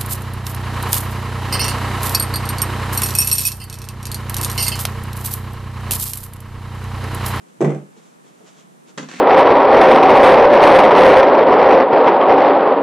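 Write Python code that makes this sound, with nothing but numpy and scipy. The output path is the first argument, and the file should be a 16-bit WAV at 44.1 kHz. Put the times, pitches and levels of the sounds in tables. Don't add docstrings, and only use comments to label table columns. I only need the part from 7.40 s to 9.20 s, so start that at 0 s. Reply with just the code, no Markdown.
import sys
import numpy as np
from scipy import signal
from scipy.fft import rfft, irfft
from scipy.io import wavfile

SR = 44100
rng = np.random.default_rng(int(sys.argv[2]) if len(sys.argv) > 2 else 0)


def to_wav(sig):
    pcm = np.clip(np.atleast_2d(sig), -1, 1) * 32767
    pcm = np.round(pcm).astype(np.int16)
    wavfile.write(sys.argv[1], SR, pcm.T)


N = 79380
T = np.arange(N) / SR

# frequency_hz, density_db
BACKGROUND_SPECTRUM = [(30, -5), (100, -8.5), (150, 0.5), (210, -1.5), (364, -6.5), (715, -15),
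                       (1100, -15.5), (1430, -18.5), (2440, -21.5), (3600, -24.5), (4700, -27.5),
                       (7100, -24), (9500, -26), (12200, -33.5), (14800, -39)]

# middle_s, half_length_s, level_db
BRUSHES = [(0.095, 0.029, -63), (0.581, 0.016, -55), (0.66, 0.04, -58), (.875, 0.024, -56.5),
           (1.013, 0.061, -62), (1.08, 0.018, -49.5), (1.147, 0.061, -57.5), (1.196, 0.018, -51.5),
           (1.32, .04, -75), (1.494, 0.017, -50.5)]
# frequency_hz, density_db
BRUSH_SPECTRUM = [(60, -17), (200, -0.5), (500, 0), (1200, -2), (2000, -5), (3400, -2.5), (4900, -9),
                  (6200, -4), (7700, -7), (9500, -34), (15000, -44)]
# start_s, level_db
PAW_FALLS = [(0.094, -55), (0.564, -48), (0.719, -54.5), (0.841, -47), (0.942, -52.5), (1.006, -44),
             (1.03, -49.5), (1.17, -54), (1.255, -65), (1.32, -76), (1.476, -47.5)]
# frequency_hz, density_db
PAW_SPECTRUM = [(50, -28), (160, -7), (420, 6.5), (650, -8), (1500, -16), (5000, -47), (15000, -77)]

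# start_s, wall_db, boom_db, clatter_db
BASE_KNOCKS = [(.207, -11.5, -23.5, -21.5), (.2159, -11, -18, -19), (0.2233, -27, -15.5, -27.5),
               (0.2448, -13, -14, -16), (0.2625, -23.5, -12.5, -27), (0.2754, -18, -37, -29.5),
               (.301, -16, -29, -26), (0.3192, -23.5, -31, -26.5), (0.3454, -24.5, -29.5, -34),
               (0.4177, -40.5, -37.5, -53)]
# pitch_hz, level_db, t60_s
WALL_MODES = [(288.3, -8, 0.27), (337, -6, 0.16), (367.8, 2.5, 0.14), (405.3, -1, 0.13), (459.7, -7, .18),
              (508, -10.5, 0.26), (566.1, -9, 0.16), (650, -12.5, 0.17), (719, -22.5, 0.22),
              (768, -18, 0.16), (880, -25.5, 0.19)]
# pitch_hz, level_db, t60_s
BOOM_MODES = [(147, 1, .33), (200, 3, .26), (251, -5, .22)]
# frequency_hz, density_db
CLATTER_SPECTRUM = [(40, -7), (140, -9), (350, -2.5), (600, -2), (950, -8.5), (1200, -11), (1400, -18.5),
                    (1620, -11), (1850, -19), (2300, -15), (2700, -23), (3100, -44), (5000, -38.5),
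                    (15000, -76)]
# start_s, level_db
PLASTIC_TICKS = [(0.2064, -36), (0.2121, -28), (0.2236, -31.5), (0.246, -30.5), (0.2517, -36.5),
                 (0.294, -39), (.3046, -37), (.347, -39.5)]
# frequency_hz, density_db
TICK_SPECTRUM = [(100, -8), (1200, 1.5), (1700, 8.5), (2500, 1), (3200, 1), (3800, -4.5), (4900, -12.5),
                 (6000, -2.5), (7800, -5), (9500, -17), (15000, -33)]

# start_s, clack_db, ring_db
BALL_HITS = [(1.576, -23, -36.5), (1.5813, -19, -39.5), (1.5881, -36.5, -56), (1.5949, -40, -36.5),
             (1.6116, -49, -57), (1.6279, -30.5, -37.5), (1.6867, -29, -73), (1.6924, -35.5, -68),
             (1.7132, -29.5, -46), (1.7365, -39, -45), (1.757, -39.5, -45.5), (1.794, -35, -45)]
# pitch_hz, level_db, t60_s
HOOP_MODES = [(154.7, -3.5, 0.33), (186, -30, 0.16), (213.8, -6.5, 0.28), (252, 7.5, 0.14),
              (274.4, -2, 0.23), (412, 7.5, 0.057), (457, -1.5, 0.096), (508, 0, 0.11), (635, -14, 0.072),
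              (754, -25, 0.1), (1006, -5, 0.16), (1600, -10, .06)]
# frequency_hz, density_db
CLACK_SPECTRUM = [(60, -9), (200, 6), (480, 3), (780, 2.5), (1150, 0), (1500, 4.5), (2800, -4.5),
                  (4200, -5), (4900, -9.5), (5800, -3.5), (7400, -10.5), (8800, -22.5), (11000, -33.5),
                  (15000, -54)]
# time_s, level_db
SLIDE_PRESSURE = [(1.68, -52), (1.70, -41), (1.725, -39.5), (1.745, -37), (1.765, -37), (1.782, -40.5),
                  (1.8, -33.5)]
# frequency_hz, density_db
SCRAPE_SPECTRUM = [(60, -22), (160, 13.5), (280, 4.5), (450, -9), (1000, -5), (1500, 1), (2300, 2),
                   (3100, -4.5), (4200, -3.5), (4900, -12), (6000, -9), (7500, -11.5), (9000, -20.5),
                   (15000, -43)]

# frequency_hz, t60_s
ROOM_DECAY = [(120, 0.52), (400, 0.27), (1000, 0.3), (3000, 0.31), (8000, 0.27)]
# frequency_hz, side_over_mid_db
BACKGROUND_WIDTH = [(100, 1), (350, 3.5), (750, 10), (1300, 7), (2800, -1), (5000, -2), (8000, 0.5),
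                    (14000, -0.5)]
# frequency_hz, side_over_mid_db
DIRECT_WIDTH = [(100, -31), (350, -13), (700, -3), (1300, -4.5), (3000, -11.5), (5000, -5), (8000, 1),
                (14000, -4)]
# frequency_hz, side_over_mid_db
ROOM_WIDTH = [(100, -10), (350, -7), (700, -2), (1300, -1.5), (3000, -7.5), (5000, -10), (8000, -3.5)]
# frequency_hz, gain_db
MIC_BASS = [(20, -36), (48, -30), (66, -13), (95, -22), (118, -22.5), (132, -11), (145, 0)]
# frequency_hz, left_over_right_db
MIC_BALANCE = [(100, -2.2), (370, -0.5), (690, -2.5), (1300, 1), (2400, -0.4), (4300, 0.5), (8000, -3),
               (14000, -1)]


def amp(db):
    return 10 ** (np.asarray(db) / 20)


def curve_at(points, hz):
    point_hz, value = np.transpose(points)
    return np.interp(np.log(hz + 1), np.log(point_hz + 1), value)


def colour(x, spectrum):
    hz = abs(np.fft.fftfreq(4096, 1 / SR))
    log_gain = np.log(amp(curve_at(spectrum, hz)))
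    response = np.exp(np.conj(signal.hilbert(log_gain)))
    taps = np.fft.ifft(response).real
    return signal.fftconvolve(x, taps[None] / np.linalg.norm(taps), axes=1)[:, :N]


def spread(noises, width):
    length = noises.shape[1]
    mid, side = rfft(noises)
    side = side * amp(curve_at(width, np.fft.rfftfreq(length, 1 / SR)))
    return irfft(np.array([mid + side, mid - side]), length)


def reverberate(x, wet_db):
    shape, rise_s = (2, SR // 2), 0.0019
    reflections = rng.choice([-1., 1.], shape) * (rng.random(shape) < .2)
    hz, t, spectra = signal.stft(spread(reflections, ROOM_WIDTH), SR, nperseg=256)
    decay = amp(-60 * t / curve_at(ROOM_DECAY, hz)[:, None])
    tail = signal.istft(spectra * decay, SR, nperseg=256)[1]
    tail *= 1 - np.exp(-T[:tail.shape[1]] / rise_s)
    tail /= np.linalg.norm(tail, axis=1, keepdims=True)
    return x + amp(wet_db) * signal.fftconvolve(x, tail, axes=1)[:, :N]


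def friction(slips_per_s, spread_db):
    size = amp(spread_db * np.minimum(rng.exponential(1, (2, N)), 4))
    sign = rng.choice([-1., 1.], (2, N))
    slipping = rng.random((2, N)) < slips_per_s / SR
    slips = spread(size * sign * slipping, DIRECT_WIDTH)
    return slips / np.sqrt(np.mean(slips ** 2) + 1e-20)


def impacts(starts_s, levels_db, spectrum, rise_s, decay_s):
    ages = np.maximum(T - np.array(starts_s)[:, None], 0)
    envelopes = amp(levels_db)[:, None] * (1 - np.exp(-ages / rise_s)) * np.exp(-ages / decay_s)
    noise = np.linalg.norm(envelopes, axis=0) * rng.choice([-1., 1.], (2, N))
    return colour(spread(noise, DIRECT_WIDTH), spectrum)


def ring(starts_s, levels_db, modes, rise_s):
    sound = np.zeros(N)
    for start_s, blow_db in zip(starts_s, levels_db):
        span = (T >= start_s) & (T < start_s + .5)
        age = T[span] - start_s
        tones = sum(amp(blow_db + mode_db - 60 * age / t60_s) * np.sin(2 * np.pi * hz * age)
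                    for hz, mode_db, t60_s in modes)
        sound[span] += (1 - np.exp(-age / rise_s)) * tones
    return np.array([sound, sound])


def background(mid_db=-53):
    wash = colour(spread(rng.standard_normal((2, N)), BACKGROUND_WIDTH), BACKGROUND_SPECTRUM)
    return amp(mid_db) * wash / np.std(wash.mean(axis=0))


def brushing_fur():
    power = sum(amp(db) ** 2 * np.exp(-((T - middle_s) / half_s) ** 2)
                for middle_s, half_s, db in BRUSHES)
    slips = np.sqrt(power) * friction(slips_per_s=7000, spread_db=2)
    return reverberate(colour(slips, BRUSH_SPECTRUM), wet_db=-6)


def padding_paws():
    thuds = impacts(*np.transpose(PAW_FALLS), PAW_SPECTRUM, rise_s=0.0015, decay_s=0.012)
    return reverberate(thuds, wet_db=0)


def rocking_base():
    start_s, wall_db, boom_db, clatter_db = np.transpose(BASE_KNOCKS)
    walls = ring(start_s, wall_db, WALL_MODES, rise_s=0.0017)
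    boom = ring(start_s, boom_db, BOOM_MODES, rise_s=0.0056)
    clatter = impacts(start_s, clatter_db, CLATTER_SPECTRUM, rise_s=0.00067, decay_s=0.005)
    ticks = impacts(*np.transpose(PLASTIC_TICKS), TICK_SPECTRUM, rise_s=0.00033, decay_s=0.0029)
    return reverberate(walls + boom, wet_db=-13) + reverberate(clatter + ticks, wet_db=0)


def ball_on_rim():
    start_s, clack_db, ring_db = np.transpose(BALL_HITS)
    clacks = impacts(start_s, clack_db, CLACK_SPECTRUM, rise_s=0.00088, decay_s=0.0043)
    hoop = ring(start_s, ring_db, HOOP_MODES, rise_s=0.0018)
    pressure = amp(np.interp(T, *np.transpose(SLIDE_PRESSURE), left=-120))
    scrape = colour(pressure * friction(slips_per_s=3500, spread_db=4), SCRAPE_SPECTRUM)
    return reverberate(hoop, wet_db=-10.5) + reverberate(clacks + scrape, wet_db=-1.5)


def scene():
    toy = rocking_base() + ball_on_rim()
    dog = brushing_fur() + padding_paws()
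    return toy + dog + background()


def record(dry):
    size, edge_hz = 4096, 14800
    hz = np.fft.rfftfreq(size, 1 / SR)
    balance_db = np.array([[.5], [-.5]]) * curve_at(MIC_BALANCE, hz)
    gain = amp(curve_at(MIC_BASS, hz) + balance_db)
    taps = np.fft.fftshift(irfft(gain), axes=1)[:, 1:] * signal.windows.tukey(size - 1, .5)
    heard = signal.fftconvolve(dry, taps, "same", axes=1)
    low_pass = signal.firwin(511, edge_hz, window=("kaiser", 9), fs=SR)
    return signal.oaconvolve(heard, low_pass[None], "same")


dry = scene()
out = record(dry)
to_wav(out)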